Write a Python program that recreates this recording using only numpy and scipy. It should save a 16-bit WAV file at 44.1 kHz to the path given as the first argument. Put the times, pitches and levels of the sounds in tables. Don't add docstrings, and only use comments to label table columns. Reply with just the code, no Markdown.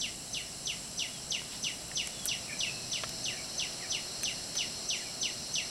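import sys
import numpy as np
from scipy import signal
from scipy.fft import rfft, irfft, next_fast_len
from scipy.io import wavfile
from scipy.ndimage import uniform_filter1d, map_coordinates

SR = 44100
rng = np.random.default_rng(int(sys.argv[2]) if len(sys.argv) > 2 else 0)


def pcm_store(signal):
    levels = np.round(np.clip(np.atleast_2d(signal), -1, 1) * 32767)
    wavfile.write(sys.argv[1], SR, levels.astype(np.int16).T)


N = 251370


def amp(db):
    return 10 ** (np.asarray(db) / 20)


def unit(x):
    return x / np.sqrt(np.mean(x ** 2) + 1e-20)


def along(points, hz):
    point_hz, values = np.transpose(points)
    return np.interp(np.log(hz + 1), np.log(point_hz), values)


def wobble(rate):
    return map_coordinates(rng.standard_normal(400), [np.arange(N) * rate / SR], mode="wrap")


def filtered(x, response):
    size = next_fast_len(len(x) + 8192)
    return irfft(rfft(x, size) * response(np.fft.rfftfreq(size, 1 / SR)), size)[:len(x)]


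def noise(spectrum):
    return unit(filtered(rng.standard_normal(N), lambda hz: amp(along(spectrum, hz))))


def add(track, s, sound):
    start = int(round(s * SR))
    sound = sound[max(0, -start):]
    part = track[max(0, start):][:len(sound)]
    part += sound[:len(part)]


def tone(hz):
    return np.sin(2 * np.pi * np.cumsum(hz) / SR)


def background(rumble_db=-52.5, rush_db=-47, peak_s=3.86, ease_db_per_s=1.1):
    # frequency in Hz, relative level in dB.
    rumble_spectrum = [(20, -31), (32, -22), (42, -21), (58, -1), (90, -8), (125, 0.5), (165, 1.5),
                       (200, -2), (235, -0.5), (330, -8.5), (400, -8), (520, -23), (800, -36)]
    rush_spectrum = [(300, -4), (480, -3.5), (680, 1.5), (900, -6.5), (1500, -8.5), (2300, -9.5),
                     (2950, -5.5), (3500, -12.5), (5000, -4.5), (8000, -39)]
    rumble = amp(rumble_db + 0.75 * wobble(5.03)) * noise(rumble_spectrum)
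    rush = amp(rush_db - ease_db_per_s * np.abs(np.arange(N) / SR - peak_s)) * noise(rush_spectrum)
    return rumble + rush


def drones(fade_s, waver):
    # start and end in seconds, start and end pitch in Hz, level in dB.
    glides = [(-.5, 2.8, 43.5, 61.5, -60.5), (2.1, 3.5, 114, 129.2, -56.5), (2.9, 5.6, 360, 378, -61.5),
              (3.9, 6.2, 228.4, 239.6, -61.5)]
    out = np.zeros(N)
    t = np.arange(N) / SR
    for start, end, start_hz, end_hz, db in glides:
        fade = np.clip(np.minimum(t - start, end - t) / fade_s, 0, 1)
        hz = np.interp(t, [start, end], [start_hz, end_hz]) * (1 + waver * wobble(3))
        out += amp(db) * fade * tone(hz)
    return out


def chorus(modes):
    def shape(hz):
        return sum(amp(db) / (1 + ((hz - centre) / width) ** 2) ** 2 for centre, width, db in modes)
    return unit(filtered(rng.standard_normal(N), shape))


def insects(swell_s=2.4, rise_s=0.3):
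    # centre in Hz, width in Hz, relative level in dB.
    cicada_modes = [(3930, 170, -7), (4265, 270, -6.5), (4640, 120, -12), (4960, 46, -0.5), (5207, 125, -2),
                    (5488, 120, -0.5), (5827, 193, -3), (6070, 93, -8.5)]
    cricket_modes = [(7470, 59, 0.5), (7580, 53, -4), (9300, 230, -12.5), (9900, 71, -7.5),
                     (10590, 280, -7.5), (10960, 99, -10)]
    # frequency in Hz, relative level in dB.
    hiss_spectrum = [(3000, -47), (6000, -8.5), (6700, -9.5), (7200, -4), (7650, 2), (8200, -3),
                     (8900, -10), (9600, -6), (10700, -12.5), (11350, -11), (11900, -21.5), (12600, -25),
                     (13700, -24), (14500, -32), (15800, -31)]
    swell = .5 + .5 * np.tanh((np.arange(N) / SR - swell_s) / rise_s)
    cicadas = amp(-48.5 + 4.5 * swell + 0.56 * wobble(12)) * chorus(cicada_modes)
    near_cicada = tone(4288 + 16 * wobble(60))
    whine = amp(-57.5 + 8.5 * swell) * (near_cicada + 0.39 * chorus([(4260, 70, 0)]))
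    hiss = amp(-47 + 0.26 * wobble(15)) * noise(hiss_spectrum)
    crickets = amp(-56.5 + 0.72 * wobble(6.04)) * chorus(cricket_modes)
    return cicadas + whine + hiss + crickets


def scatter(t60_scale):
    # frequency in Hz, seconds to die by 60 dB (t60) before scaling.
    forest_decay = [(500, 0.24), (2500, 0.42), (6000, 0.33), (12000, 0.17)]
    hz, t, frames = signal.stft(rng.standard_normal(SR // 2), SR, nperseg=256)
    t60 = t60_scale * along(forest_decay, hz)[:, None]
    tail = signal.istft(frames * amp(-60 * t / t60), SR, nperseg=256)[1]
    spectrum = rfft(tail)
    colour = np.sqrt(np.abs(uniform_filter1d(np.abs(spectrum) ** 2, size=300)) + 1e-12)
    return irfft(spectrum / colour)


def other_birds(direct_db, wet_db, rasp):
    # start and length in seconds, start and end pitch in Hz, relative level in dB.
    whistles = [(1.09, 0.13, 3600, 3060, -59), (2.115, 0.15, 3590, 3230, -53),
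                (2.476, 0.028, 2600, 2080, -43), (2.492, 0.042, 1950, 1604, -51),
                (2.524, 0.02, 2416, 2255, -40.5), (2.656, 0.06, 2705, 2484, -39.5),
                (2.722, 0.14, 2650, 2550, -55), (3.296, 0.065, 2150, 1600, -52),
                (3.365, 0.035, 2530, 2120, -48), (3.804, 0.05, 2210, 1700, -49.5),
                (3.814, 0.054, 2640, 2220, -53.5), (4.95, 0.037, 7700, 6900, -50),
                (4.977, .06, 2350, 1675, -55), (5.039, 0.057, 2490, 2235, -52)]
    out = np.zeros(N)
    for s, length, start_hz, end_hz, db in whistles:
        progress = np.linspace(0, 1, int(length * SR))
        flutter = map_coordinates(rng.standard_normal(100), [progress * length * 500], mode="wrap")
        hz = start_hz * (end_hz / start_hz) ** progress * (1 + rasp * flutter * (length < .1))
        note = amp(db) * np.abs(np.sin(np.pi * progress)) ** .5 * tone(hz)
        add(out, s, amp(direct_db) * note)
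        add(out, s, amp(wet_db) * signal.fftconvolve(note, scatter(0.57)))
    return out


def rustle(peak_s=1.545, half_length_s=0.036, level_db=-45.5):
    # frequency in Hz, relative level in dB.
    moss_spectrum = [(1200, -21), (2500, -5), (3700, -1), (4600, -3), (7000, -27)]
    t = np.arange(N) / SR
    return amp(level_db) * np.exp(-((t - peak_s) / half_length_s) ** 2) * noise(moss_spectrum)


def clicks(level_db, dull_hz):
    # start in seconds, relative level in dB, centre in Hz, width in octaves, t60 in seconds.
    contacts = [(1.417, -36, 1200, 2, 0.017), (1.751, -47, 12000, .1, .015), (1.817, -47, 12000, .1, .015),
                (1.884, -47, 12000, .1, .015), (1.915, -35, 1960, 0.44, 0.027),
                (2.073, -21, 8700, 0.31, .006), (2.075, -32, 1800, 1.8, 0.017),
                (2.256, -18, 11000, 0.43, 0.0083), (2.258, -30.5, 10000, 0.43, 0.085),
                (2.258, -33, 1300, 1.9, 0.034), (3.0362, -24, 1600, 1.0, 0.024),
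                (3.092, -31, 4500, 1.1, .03), (4.234, -18, 8700, 0.069, 0.0034),
                (4.234, -27, 12100, 0.12, .005), (4.2333, -27.5, 2210, 0.49, 0.015),
                (4.553, -34.5, 1690, 1.9, 0.11)]
    out = np.zeros(N)
    t = np.arange(-SR // 100, SR // 10) / SR
    for s, db, centre_hz, octaves, t60 in contacts:
        def band(hz):
            bell = np.exp(-.5 * (np.log2((hz + 1) / centre_hz) / octaves) ** 2)
            return bell / (1 + (hz / dull_hz) ** 10)
        decay = (t >= 0) * amp(-60 * np.abs(t) / t60)
        burst = filtered(rng.standard_normal(len(t)) * decay, band)
        add(out, s + t[0], amp(db + level_db) * unit(burst) * np.sqrt(np.mean(decay ** 2)))
    return out


def knock(start_s=3.0365, level_db=-34.5):
    # frequency in Hz, relative level in dB, t60 in seconds.
    wood_modes = [(644, -4, 0.051), (1100, -6, .055), (1340, -1, .05), (1825, -2, .039), (3343, -3, .03)]
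    out = np.zeros(N)
    t = np.arange(SR // 10) / SR
    ring = sum(amp(level_db + db - 60 * t / t60) * np.sin(2 * np.pi * hz * t)
               for hz, db, t60 in wood_modes)
    add(out, start_s, ring)
    return out


def surroundings(near_db, near_scale, forest_db):
    # delay in milliseconds, level in dB against the direct path.
    echoes = [(6, -6), (14, -14), (26, -19.5), (35, -14), (45, -12.5)]
    path = amp(near_db) * scatter(near_scale) + amp(forest_db) * scatter(0.45)
    path[0] += 1
    for ms, db in echoes:
        add(path, ms / 1000, amp([db]))
    return path


def chirp(age, start_hz, ledge_hz, opening_db):
    # age in seconds, half-length in seconds, boost in dB.
    accents = [(-.009, 0.0028, 5.5), (.0055, 0.0038, 7.5), (.031, 0.0028, 11.5)]
    plunge_s, drift_hz_per_s = 0.00292, 5500
    let_go_s, sag_hz, sag_s = .030, 1081, .018
    lead_s, attack_db_per_s, hold_db, release_db_per_s = 0.009, 1400, -5, 447
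    opening = .5 - .5 * np.tanh(age / plunge_s / 2)
    released = np.maximum(age - let_go_s, 0)
    sag = sag_hz * (1 - np.exp(-released / sag_s))
    low_hz = ledge_hz - drift_hz_per_s * np.minimum(age, let_go_s) - sag
    hz = opening * start_hz + (1 - opening) * low_hz
    db = hold_db - attack_db_per_s * np.maximum(-lead_s - age, 0) - release_db_per_s * released
    db += sum(boost_db * np.exp(-((age - s) / width) ** 2) for s, width, boost_db in accents)
    return signal.windows.tukey(len(age), .1) * amp(db + opening * opening_db) * tone(hz)


def babbler(level_db, pitch_spread, pace_spread, shifting_db, far_db):
    # time of mid-plunge in seconds, opening pitch in Hz, relative level in dB.
    calls = [(0.013, 6190, -35), (0.342, 6300, -36), (0.6699, 6200, -35), (0.9907, 6110, -34),
             (1.3175, 6300, -34), (1.64, 6220, -33.5), (1.9693, 6220, -33), (2.286, 6160, -33),
             (2.6037, 6200, -33.5), (2.9281, 6240, -34.5), (3.2532, 6270, -36), (3.5931, 6220, -35),
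             (3.9178, 6170, -34.5), (4.2506, 6210, -35), (4.5794, 6180, -34), (4.901, 6200, -33.5),
             (5.227, 6200, -34), (5.5527, 6220, -33.5)]
    # frequency in Hz, relative scatter level in dB.
    beam = [(2000, 3.5), (3000, -3.5), (5400, 11), (6150, 5.5)]
    out = np.zeros(N)
    t = np.arange(-SR // 32, SR // 11) / SR
    perch = surroundings(near_db=-10, near_scale=0.066, forest_db=-9.5)
    for (s, start_hz, db), (detune, pace) in zip(calls, rng.standard_normal((len(calls), 2))):
        age = t * np.exp(pace_spread * pace)
        ledge_hz = 3080 * (1 + pitch_spread * detune)
        note = chirp(age, start_hz, ledge_hz, opening_db=-1 + 0.85 * s)
        shifting = filtered(scatter(0.94), lambda hz: amp(shifting_db + along(beam, hz)))
        path = perch + shifting + amp(far_db) * scatter(4.6)
        add(out, s + t[0], amp(db + level_db) * signal.fftconvolve(note, path))
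    return out


def scene():
    near = babbler(level_db=3.0, pitch_spread=0.00645, pace_spread=0.02, shifting_db=-3.5, far_db=-12)
    far = other_birds(direct_db=2.5, wet_db=3.0, rasp=0.02)
    feeding = clicks(level_db=-3, dull_hz=13200) + knock() + rustle()
    mono = near + far + feeding + insects() + background() + drones(fade_s=0.41, waver=0.00367)
    return np.array([mono, mono])


def record(dry):
    top_hz = 15850
    return np.array([filtered(channel, lambda hz: hz < top_hz) for channel in dry])


dry = scene()
out = record(dry)
pcm_store(out)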